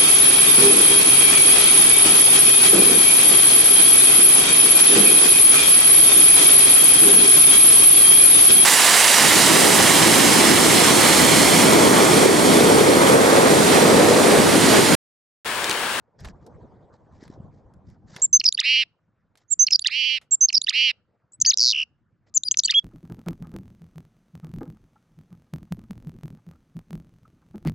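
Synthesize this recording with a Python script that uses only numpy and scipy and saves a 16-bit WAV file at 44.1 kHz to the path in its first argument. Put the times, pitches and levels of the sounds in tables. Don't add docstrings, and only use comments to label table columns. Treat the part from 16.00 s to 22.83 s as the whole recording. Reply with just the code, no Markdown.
import sys
import numpy as np
from scipy import signal
from scipy.fft import rfft, irfft, next_fast_len
from scipy.io import wavfile
from scipy.ndimage import uniform_filter1d, map_coordinates

SR = 44100
rng = np.random.default_rng(int(sys.argv[2]) if len(sys.argv) > 2 else 0)


def digitize_waveform(pressure):
    field = np.atleast_2d(pressure).T
    bounded = np.clip(field, -1, 1)
    quanta = np.round(bounded * 32767).astype(np.int16)
    wavfile.write(sys.argv[1], SR, quanta)


N = 301203

# [start t/s, scoop t/ms, attack t/ms, release t/ms, length t/ms,
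#   first f/Hz, early f/Hz, late f/Hz, level/dB, swell/dB]
WHISTLES = [(2.2172, 8, 6, 22, 46, 6110, 7600, 7314, -17.5, 5),
            (2.3281, 3, 5, 24, 52, 6967, 6070, 6450, -11.5, 0.5),
            (3.502, 12, 21, 12, 39.5, 6880, 7700, 7110, -19.5, 4.3),
            (3.591, 3, 7, 35, 59.6, 7100, 6070, 6520, -13, 1.8),
            (4.3093, 5.5, 21, 9.4, 46.4, 6036, 7620, 7320, -11.5, -5),
            (4.4073, 2.5, 6.4, 14, 55, 7410, 6090, 6450, -13, 0.7),
            (5.46, 2.6, 2.2, 15, 34, 4350, 4440, 4930, -21.5, 2),
            (6.44, 5.1, 9, 16, 42, 10350, 9960, 9500, -52.5, 10.5),
            (6.737, 8.4, 12, 12.5, 61.4, 1960, 3230, 3402, -18.5, 7.5)]
# [t/s, pitch f/Hz, level/dB]
GLIDES = [
    [(5.4107, 8030, -39), (5.4165, 6600, -13), (5.4203, 5950, -12), (5.4215, 6000, -12),
     (5.4238, 6740, -15), (5.4252, 7400, -39)],
    [(5.4595, 4310, -34), (5.4615, 4830, -14), (5.4631, 5680, -13), (5.466, 6280, -18), (5.4723, 6460, -18),
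     (5.4928, 6500, -15), (5.5001, 6120, -13), (5.5057, 5160, -13), (5.5257, 1850, -42)],
    [(6.3438, 6490, -40), (6.3494, 7360, -27), (6.367, 7020, -17), (6.377, 6040, -11), (6.3788, 6240, -13),
     (6.3808, 6910, -40)],
    [(6.6405, 9290, -46), (6.647, 8300, -32), (6.6527, 7920, -22), (6.6569, 7770, -20), (6.6601, 7180, -17),
     (6.6623, 6550, -20), (6.6647, 6420, -45)],
    [(6.4488, 5000, -46), (6.4553, 4910, -33), (6.47, 4850, -29), (6.4816, 4540, -26), (6.4854, 4910, -14),
     (6.4863, 4810, -19), (6.4878, 4320, -44)],
]
# [start t/s, rise t/ms, fall t/ms, first f/Hz, peak f/Hz, last f/Hz, peak level/dB]
SHORT_SWEEPS = [(3.478, 22, 12, 6210, 7000, 7400, -56.5), (5.3195, 4, 6, 6370, 7500, 8000, -52.5),
                (5.33, 6, 29, 6290, 7890, 7960, -46.5), (5.4013, 1.6, 3.2, 5540, 6770, 6500, -32.5),
                (5.4248, 1.9, 4, 8850, 9200, 9100, -39.5), (5.4464, 7, 7.5, 1390, 2890, 3530, -29.5),
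                (5.449, 2.1, 7.3, 4300, 4700, 6350, -20), (5.46, 27, 56, 2570, 2810, 2900, -51.5),
                (5.506, 12.6, 9, 6100, 6760, 5840, -29), (5.531, 6.3, 3.9, 4430, 3850, 3280, -20),
                (5.5409, 0.79, 2.6, 4530, 5140, 4200, -18), (5.574, 0.75, 1, 7400, 5900, 4900, -11),
                (5.5828, 3.6, 2.1, 7000, 5100, 4886, -17), (5.593, 2.36, 2.1, 6100, 5230, 4510, -12.5),
                (5.8305, 5.1, 6, 2020, 2900, 2784, -31), (6.34, 1.8, 2.5, 3450, 6540, 8200, -40),
                (6.3799, 1.5, 2.4, 8100, 8200, 8800, -38.5), (6.5117, 1.4, 1.7, 2893, 3180, 3070, -24),
                (6.5115, 2.1, 2.5, 6160, 6400, 6030, -12.5), (6.515, 2.9, 4.9, 5470, 6400, 7500, -13.5),
                (6.518, 2.3, 13, 7260, 7540, 7860, -33), (6.5412, 2.1, 4.5, 6350, 2850, 1310, -31.5),
                (6.571, 2.6, 1.5, 6380, 5830, 6480, -13), (6.5735, 2.5, 6.4, 9200, 9500, 8660, -43),
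                (6.585, 7.8, 7.3, 7440, 5840, 3240, -12.5), (6.5978, 3.2, 4, 2270, 6400, 5970, -20),
                (6.6414, 12, 11, 4480, 4620, 4420, -17.5), (6.645, 10.5, 9, 5530, 5910, 5590, -28.5),
                (6.646, 4.6, 24, 3480, 3220, 2900, -42), (6.675, 1.6, 3.7, 4900, 4310, 3700, -26),
                (6.7098, 2.2, 4.3, 4300, 4680, 4300, -19)]
# [start t/ms, rise t/ms, fall t/ms, first f/Hz, peak f/Hz, last f/Hz, peak level/dB], before stretching
SYLLABLES = [
    [(1, 2.2, 4.2, 4950, 5430, 4440, -17.5), (5.4, 3.9, 3.6, 4340, 4320, 4480, -18.5),
     (14.6, 3.8, 5.3, 3250, 2920, 1760, -26.5)],
    [(.6, 1.6, 7.5, 2900, 2850, 1950, -30), (.6, 2.2, 6.5, 6050, 5800, 3650, -28),
     (2.3, 4.2, 3.1, 8600, 6150, 6350, -26.5), (10, 14, 6.6, 4880, 5390, 5610, -12.2),
     (24.7, 4.7, 4.7, 3300, 5190, 5700, -11),],
    [(1.6, 2.9, 4, 3330, 3770, 4510, -25), (1.6, 1.8, 3.9, 6400, 6930, 7900, -26)],
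    [(0, 18, 5, 10100, 9750, 8500, -38), (13.8, 6.7, 2.5, 4400, 4740, 4400, -24)],
    [(0, 1.1, 1.5, 2000, 4000, 7000, -38), (3.6, 3.5, 4.7, 3350, 2950, 2450, -21),
     (14, 5.4, 10, 1560, 1890, 2300, -28), (29.5, 1.1, 6.5, 4500, 5200, 9500, -24),
     (34.4, 4.2, 10.5, 3160, 3110, 1400, -26), (44, 8, 8, 1800, 1150, 1700, -49)],
]
# [t/s, stretch in time, added level/dB]
SUNG = [
    [(2.397, 0.87, 0.5), (3.6661, 0.94, 1.5), (4.4845, 0.92, 0)],
    [(2.438, .98, 0.16), (3.7051, 1.035, -0.2), (4.5255, 1.034, -1.4)],
    [(2.523, 0.7, 3), (3.792, 0.62, 4), (4.6133, 1.05, 2.5), (6.4327, 0.91, 2), (6.6335, 0.905, 2.5)],
    [(2.5305, 0.97, 2), (3.7998, 1.2, -3), (4.6217, 1.14, -2)],
    [(2.572, 0.97, 0), (3.8412, 0.99, 0.5), (4.6647, 1, 0.1), (6.676, 1.074, -0.4)],
]
HOOKS = {1: [(34.1, 5450, -37), (38, 5050, -20), (42.1, 4890, -14), (48.8, 4630, -12), (51, 4470, -13),
         (53.3, 5430, -12), (56.2, 5740, -40)], 4: [(20.1, 3620, -43), (22.8, 3910, -17), (25.5, 3690, -15),
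         (28.6, 3320, -22), (30.8, 4920, -13), (33, 4900, -42)]}
# [t/s, dips per second f/Hz, bottom pitch f/Hz, level/dB]
TRILL = [(5.6, 122, 4500, -12), (5.64, 123, 4300, -12.5), (5.69, 121, 3850, -13), (5.712, 104, 3450, -14),
         (5.7255, 104, 3350, -19)]
# [share of its length, pitch f/Hz, level/dB]
PIP = [(0, 3200, -26), (.15, 3050, -3), (.5, 2880, -.3), (.82, 2650, -2), (1, 2150, -26)]
# [t/s, length t/ms, added level/dB]
PIPS = [(5.727, 12.3, -22.5), (5.7437, 9.4, -21), (5.7567, 10.6, -20.5), (5.7701, 13.2, -21.5),
        (5.782, 11.5, -20), (5.7951, 11.5, -19.5), (5.808, 13, -21), (5.822, 12, -22.5)]
# [start t/s, length t/s, first swing rate f/Hz, last swing rate f/Hz, top f/Hz,
#   added level/dB, turns of the swing done at the start]
WARBLES = [(2.628, .21, 283, 257, 2617, -18, .62), (3.896, 0.29, 283, 270, 2697, -22, 0.78),
           (4.725, .191, 277, 252, 2676, -18.5, 0.88)]
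# [share of length, middle below the top f/Hz, swing before widening f/Hz, level/dB]
WARBLE_COURSE = [(0, 1000, 150, -34.5), (.05, 450, 279.4, -17), (.17, 110, 415, -4),
                 (0.348, 20, 380, -0.96), (.6, 5, 380, -0.85), (.87, 40, 450, -2.75), (0.958, 250, 450, -8),
                 (1, 500, 441, -28)]
# [pitch f/Hz, 2nd level/dB, 3rd level/dB, 4th level/dB]
OVERTONES = [(1480, 7, -27, -35), (2330, -1.5, -32, -34), (2644, -12.5, -33.5, -59),
             (2880, -23, -58, -53.5), (3240, -32, -53.5, -51.5), (4000, -36, -60.5, -70),
             (4800, -53.5, -68.5, -98.5), (6534, -51, -82.5, -99), (8000, -60.5, -81, -99)]
# [f/Hz, level/dB]
MIXING = [(1000, -77), (1900, -5), (3000, -46.5), (8000, -64.5), (11000, -30), (13000, -32), (15000, -42.5)]
# [f/Hz, relative level/dB]
BREATH = [(1500, -57), (2500, -14), (5000, 11), (8000, -8), (9000, -21), (11500, -16.5), (13200, -19),
          (14000, -57.5)]
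# [f/Hz, relative level/dB]
TRILL_AIR = [(3000, -50), (5000, 9), (8000, 0), (9000, -35), (10200, -9), (13000, -12), (14000, -54.5)]
# [t/s, left minus right level/dB, left lag t/us]
HEAD = [(2.2, -1.5, 18.8), (3.39, -6, 14.6), (3.5, -11.5, 18), (3.7, -3, 14.5), (4.11, -9.5, 8.8),
        (4.29, -3.5, 9), (4.95, -6, 13), (4.97, 4, 15), (6.24, -5, 16.6), (6.35, 5.5, 8.3),
        (6.83, -3.5, 36)]
# [t/s, length t/s, level/dB]
WINGS = [(0.181, 0.054, -51.5), (0.217, 0.11, -48), (0.397, 0.092, -72), (0.922, 0.056, -64.5),
         (1.103, 0.14, -68.5), (1.193, 0.1, -54), (1.273, 0.11, -62), (1.495, 0.15, -73),
         (1.841, 0.14, -67.5), (2.052, 0.24, -52.5), (2.136, 0.097, -54.5), (3.347, 0.11, -66.5),
         (6.259, 0.05, -66.5)]
# [f/Hz, relative level/dB]
FEATHERS = [(240, -21), (400, 3.5), (735, 4.5), (1290, -5.5), (1840, -0.5), (2680, -13.5), (4860, -5),
            (7800, -14), (10100, -86), (17200, -120)]
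# [t/s, level/dB before a 1 dB lift, centre f/Hz, 60 dB fade t/s]
CLAWS = [(0.2044, -53, 4640, 0.029), (0.2469, -37, 1360, 0.054), (0.253, -40, 1460, 0.023),
         (0.2857, -42.5, 1890, 0.015), (0.464, -54.5, 5150, 0.044), (1.2379, -49, 1810, 0.013),
         (1.2784, -51, 1810, 0.022), (1.7374, -65, 5180, 0.023), (1.9001, -63.5, 4260, 0.022),
         (2.157, -52, 2380, 0.017), (2.163, -32.5, 1910, 0.033), (2.1984, -50, 7140, 0.0094),
         (3.3544, -55.5, 2120, 0.025), (3.373, -58.5, 4500, 0.058), (4.2137, -55, 2042, 0.096)]
# [t/s, peak level/dB, pitch f/Hz]
THUMPS = [(0.208, -36, 87), (0.243, -34, 91.5), (0.258, -31.5, 62.4), (0.289, -53, 102), (0.319, -44, 48.7),
          (0.618, -39, 119), (1.226, -33, 267), (1.264, -46, 138), (1.299, -31.5, 255), (1.376, -37, 293),
          (1.4, -29.5, 150), (1.649, -46.5, 53.5), (2.127, -41, 124), (2.159, -35.5, 147),
          (3.088, -57.5, 168), (3.599, -46, 79.5), (4.43, -54, 86), (4.587, -52, 197), (5.429, -43.5, 131),
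          (5.468, -57, 78.6), (6.359, -47, 137)]
# [t/s, low rumble level/dB, higher noise level/dB]
BACKGROUND = [(0.0, -59, -75), (0.11, -72, -73), (0.25, -36, -59), (0.38, -52, -59.5), (0.64, -45, -55),
              (0.93, -58, -60), (1.45, -42.5, -57.5), (1.5, -54, -61.5), (2.11, -47.5, -67),
              (2.32, -53, -81.5), (2.61, -67.5, -78.5), (3.52, -69.5, -81), (3.61, -59, -82.5),
              (3.67, -65, -82.5), (5.36, -72.5, -78), (5.42, -44, -91), (5.54, -67.5, -78),
              (6.83, -61, -85.5)]
# [f/Hz, relative level/dB]
RUMBLE = [(12, -49.5), (20, -12.5), (113, 2.5), (208, -4.5), (275, -11), (323, -10.5), (400, -21),
          (520, -43), (880, -120)]
# [f/Hz, relative level/dB]
HIGHER_NOISE = [(88, -29.5), (150, -5), (300, -6.5), (510, -2.5), (572, -5), (1000, -9.5), (1110, -14.5),
                (1730, -25.5), (2750, -43), (3190, -39), (7800, -45.5), (10100, -91), (17200, -120)]
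# [f/Hz, relative level/dB]
HISS = [(710, -30), (1200, -4.5), (1430, -4.5), (1680, -9), (3050, -24.5), (4650, -28), (7800, -35),
        (10100, -64.5), (17200, -120)]
# [f/Hz, left-right likeness from 0 to 1]
SAME = [(60, 0.45), (200, 0.95), (660, 0.73), (2210, 1), (7350, 1)]

EDGE_HZ = 16200
EDGE_DB, ROUND = -28, 2.3
DROOP_HZ_PER_MS, SHUT_DB, CUT = 14, -26, 4
HISS_DB = -83


def bird():
    voice = np.zeros(N)
    for row in WHISTLES:
        add(voice, *whistle(*row))
    for rows in GLIDES:
        add(voice, *sweep(rows))
    for row in SHORT_SWEEPS:
        add(voice, *short_sweep(*row))
    for syllable, sung in zip(SYLLABLES, SUNG):
        for s, stretch, db in sung:
            for ms, rise, fall, *hz, peak_db in syllable:
                start = s + ms * stretch / 1000
                add(voice, *short_sweep(start, rise * stretch, fall * stretch, *hz, peak_db + db))
    for which, hook in HOOKS.items():
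        for s, stretch, db in SUNG[which]:
            add(voice, *sweep(np.array(hook) * [stretch / 1000, 1, 1] + [s, 0, db]))
    air = breath(voice, BREATH)
    for s, ms, db in PIPS:
        add(voice, *sweep(np.array(PIP) * [ms / 1000, 1, 1] + [s, 0, db]))
    high_trill = np.zeros(N)
    add(high_trill, *trill())
    air = air + breath(high_trill, TRILL_AIR, level_db=-20.5)
    voice = voice + high_trill
    for *row, turns in WARBLES:
        add(voice, *warble(warble_curve(*row), turns))
    return voice + coloured(voice ** 2, MIXING) + air


def whistle(s, scoop, attack, release, length, first_hz, early_hz, late_hz, db, swell_db):
    ms = np.linspace(0, length, num=80)
    ending = np.clip(1 - (length - ms) / release, 0, 1)
    hz = np.interp(ms, [0, scoop, length], [first_hz, early_hz, late_hz])
    hz = hz - DROOP_HZ_PER_MS * release * ending ** 2
    attack_db = EDGE_DB * np.clip(1 - ms / attack, 0, 1) ** ROUND
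    release_db = SHUT_DB * ending ** CUT
    return sweep(np.c_[s + ms / 1000, hz, db + swell_db * ms / length + attack_db + release_db])


def short_sweep(s, rise, fall, first_hz, peak_hz, last_hz, db):
    ms = np.r_[np.linspace(-rise, 0, num=12), np.linspace(0, fall, num=12)[1:]]
    away = np.where(ms < 0, -ms / rise, ms / fall)
    hz = np.interp(ms, [-rise, 0, fall], [first_hz, peak_hz, last_hz])
    return sweep(np.c_[s + (ms + rise) / 1000, hz, db + EDGE_DB * away ** ROUND])


def sweep(rows):
    s, (hz, db) = spread(rows)
    khz_per_ms = uniform_filter1d(abs(np.gradient(hz)) * SR / 1e6, size=130, mode="nearest")
    push_db = 1.8 * np.clip(khz_per_ms / 0.55, 0, 1)
    rough_db = -37.5 + 19.5 * np.clip(khz_per_ms / 0.242, 0, 1)
    return s, tone(hz, gain_of(db + push_db), rough_db)


def trill(turns=0.82, top_hz=7800, throat_hz=4700, fall_db=5, bend=1.8, dive_db=2.5):
    s, (rate, low_hz, db) = spread(TRILL)
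    turn = np.pi * (turns + np.cumsum(rate) / SR)
    hz = low_hz + (top_hz - low_hz) * abs(np.cos(turn)) ** bend
    khz_away = (hz - throat_hz) / 1000
    db = db - fall_db * khz_away ** 2 + dive_db * np.sin(2 * turn)
    return s, tone(hz, gain_of(db), rough_db=-37.0)


def warble_curve(s, length, first_rate, last_rate, top_hz, db):
    share, below, swing, level_db = np.transpose(WARBLE_COURSE)
    rate = first_rate + (last_rate - first_rate) * share
    return np.c_[s + share * length, rate, top_hz - below, swing, db + level_db]


def warble(rows, turns, dip=.2, rise_db=11):
    rows = np.array(rows)
    s, (rate, hz, swing, power) = spread(np.c_[rows[:, :4], gain_of(rows[:, 4]) ** 2])
    uneven_rate = rate * (1 + .03 * wander(len(hz), ms=12))
    turn = 2 * np.pi * (turns + np.cumsum(uneven_rate) / SR)
    off_hz = swing * 1.17 * (np.cos(turn) - dip * np.cos(2 * turn))
    drift_hz = 28 * wander(len(hz), ms=14) + 25 * wander(len(hz), ms=4)
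    level = np.sqrt(power) * gain_of(rise_db * off_hz / 1000)
    return s, tone(hz + off_hz + drift_hz, level, rough_db=-58)


def tone(hz, level, rough_db=-34):
    hz = uniform_filter1d(hz, size=24, mode="nearest")
    level = uniform_filter1d(level, size=24, mode="nearest")
    turn = 2 * np.pi * (np.cumsum(hz) / SR + rng.random())
    wave = np.sin(turn)
    for k in (2, 3, 4):
        in_band = k * hz < EDGE_HZ
        wave = wave + gain_of(read(OVERTONES, hz, axis=k - 1)) * np.sin(k * turn) * in_band
    flutter = 1 + gain_of(rough_db) * wander(len(hz), ms=0.83)
    count = np.arange(len(hz))
    ends = np.clip(np.minimum(count, count[::-1]) / (0.00035 * SR), 0, 1)
    return np.sqrt(2) * level * wave * flutter * np.sin(ends * np.pi / 2) ** 2


def breath(voice, spectrum, level_db=-16):
    level = np.sqrt(abs(uniform_filter1d(voice ** 2, size=60)))
    change = uniform_filter1d(abs(level - uniform_filter1d(level, size=350)), size=120)
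    lingering = np.sqrt(abs(signal.lfilter([.004], [1, -.996], voice ** 2)))
    air = evened(coloured(rng.standard_normal(N), spectrum))
    return gain_of(level_db) * np.minimum(change, lingering) * air


def placed(x):
    t = np.arange(N) / SR
    s, pan_db, lag_us = np.transpose(HEAD)
    pan = gain_of(np.interp(t, s, pan_db))
    late = np.interp(t, s, lag_us) * 1e-6 * SR / 2
    ports = [map_coordinates(x, [np.arange(N) - side * late], order=3) for side in (1, -1)]
    return np.array(ports) * [2 * pan / (1 + pan), 2 / (1 + pan)]


def yard(x, near_t60=0.06, far_t60=.3, far_db=-14, gap=.001):
    t = np.arange(int(.3 * SR)) / SR
    fade = gain_of(-60 * t / near_t60) + gain_of(far_db - 60 * t / far_t60)
    tail = rng.standard_normal((2, len(t))) * fade * (t > gap)
    return signal.fftconvolve(x[None], tail / np.linalg.norm(tail[0]), axes=1)[:, :N]


def wings():
    level = np.zeros(N)
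    for s, length, db in WINGS:
        size = round(length * SR)
        add(level, s, gain_of(db) * signal.windows.tukey(size, .75) * np.linspace(1, .35, size))
    tufts = gain_of(2.5 * wander(N, ms=7))
    return level * evened(tufts) * noise(FEATHERS, patchy_db=2.5)


def feet():
    out, t = np.zeros((2, N)), np.arange(4000) / SR
    for s, db, hz, t60 in CLAWS:
        spectrum = [(hz / 8, -14), (hz, 0), (12500, -8 * np.log2(12500 / hz)), (14000, -60)]
        grit = coloured(rng.standard_normal((3, len(t))), spectrum)
        both_sides = evened(grit[:2] * .5 + grit[2])
        add(out, s, gain_of(db + 1 - 60 * t / t60) * np.clip(t / 0.00047, 0, 1) * both_sides)
    for s, db, hz in THUMPS:
        bump = np.exp(-(t * hz / 0.75 - 1) ** 2 * 1.9)
        add(out, s, gain_of(db) * np.sin(2 * np.pi * hz * t) * bump * np.ones((2, 1)))
    return out


def background():
    s, rumble_db, higher_db = np.transpose(BACKGROUND)
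    t = np.arange(N) / SR
    rumble = noise(RUMBLE, patchy_db=3.0) * gain_of(np.interp(t, s, rumble_db) - 2.5)
    higher = noise(HIGHER_NOISE, patchy_db=4.0) * gain_of(np.interp(t, s, higher_db) + 2.0)
    return rumble + higher


def hiss():
    return gain_of(HISS_DB) * noise(HISS, patchy_db=3.0)


def noise(spectrum, patchy_db):
    frames, hz = N // 128 + 5, np.fft.rfftfreq(512, 1 / SR)
    a, b, c, d, patches = rng.standard_normal((frames, 257, 5)).T
    patches = uniform_filter1d(patches, size=8, axis=0)
    patches = evened(uniform_filter1d(patches, size=10, axis=1))
    same = np.clip(read(SAME, hz), -1, 1)[:, None]
    left = a + 1j * b
    right = same * left + np.sqrt(1 - same ** 2) * (c + 1j * d)
    slices = np.array([left, right]) * gain_of(patchy_db * patches)
    sound = signal.istft(slices, nperseg=512, noverlap=384)[1][:, :N]
    return evened(coloured(sound, spectrum))


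def wander(size, ms):
    window = np.hanning(round(ms * SR / 1000) + 3)
    return evened(signal.fftconvolve(rng.standard_normal(size), window, "same"))


def coloured(x, spectrum):
    size = next_fast_len(x.shape[-1])
    gain = gain_of(read(spectrum, np.fft.rfftfreq(size, 1 / SR)))
    return irfft(rfft(x, size) * gain, size)[..., :x.shape[-1]]


def read(points, hz, axis=1):
    points = np.array(points)
    return np.interp(np.log(hz + 1), np.log(points[:, 0] + 1), points[:, axis])


def spread(rows):
    s, *columns = np.transpose(rows)
    t = np.arange(s[0], s[-1], 1 / SR)
    return s[0], [np.interp(t, s, c) for c in columns]


def add(mix, s, sound):
    part = mix[..., round(s * SR):][..., :sound.shape[-1]]
    part += sound[..., :part.shape[-1]]


def gain_of(db):
    return 10 ** (np.asarray(db) / 20)


def evened(x):
    return x / np.sqrt(np.mean(x ** 2) + 1e-20)


def scene():
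    voice = bird()
    song = placed(voice) + gain_of(-31.5) * yard(voice)
    return song + wings() + feet() + background() + hiss()


def record(dry):
    low_pass = signal.firwin(511, EDGE_HZ, window=("kaiser", 9), fs=SR)
    return signal.oaconvolve(dry, low_pass[None], "same")


dry = scene()
out = record(dry)
digitize_waveform(out)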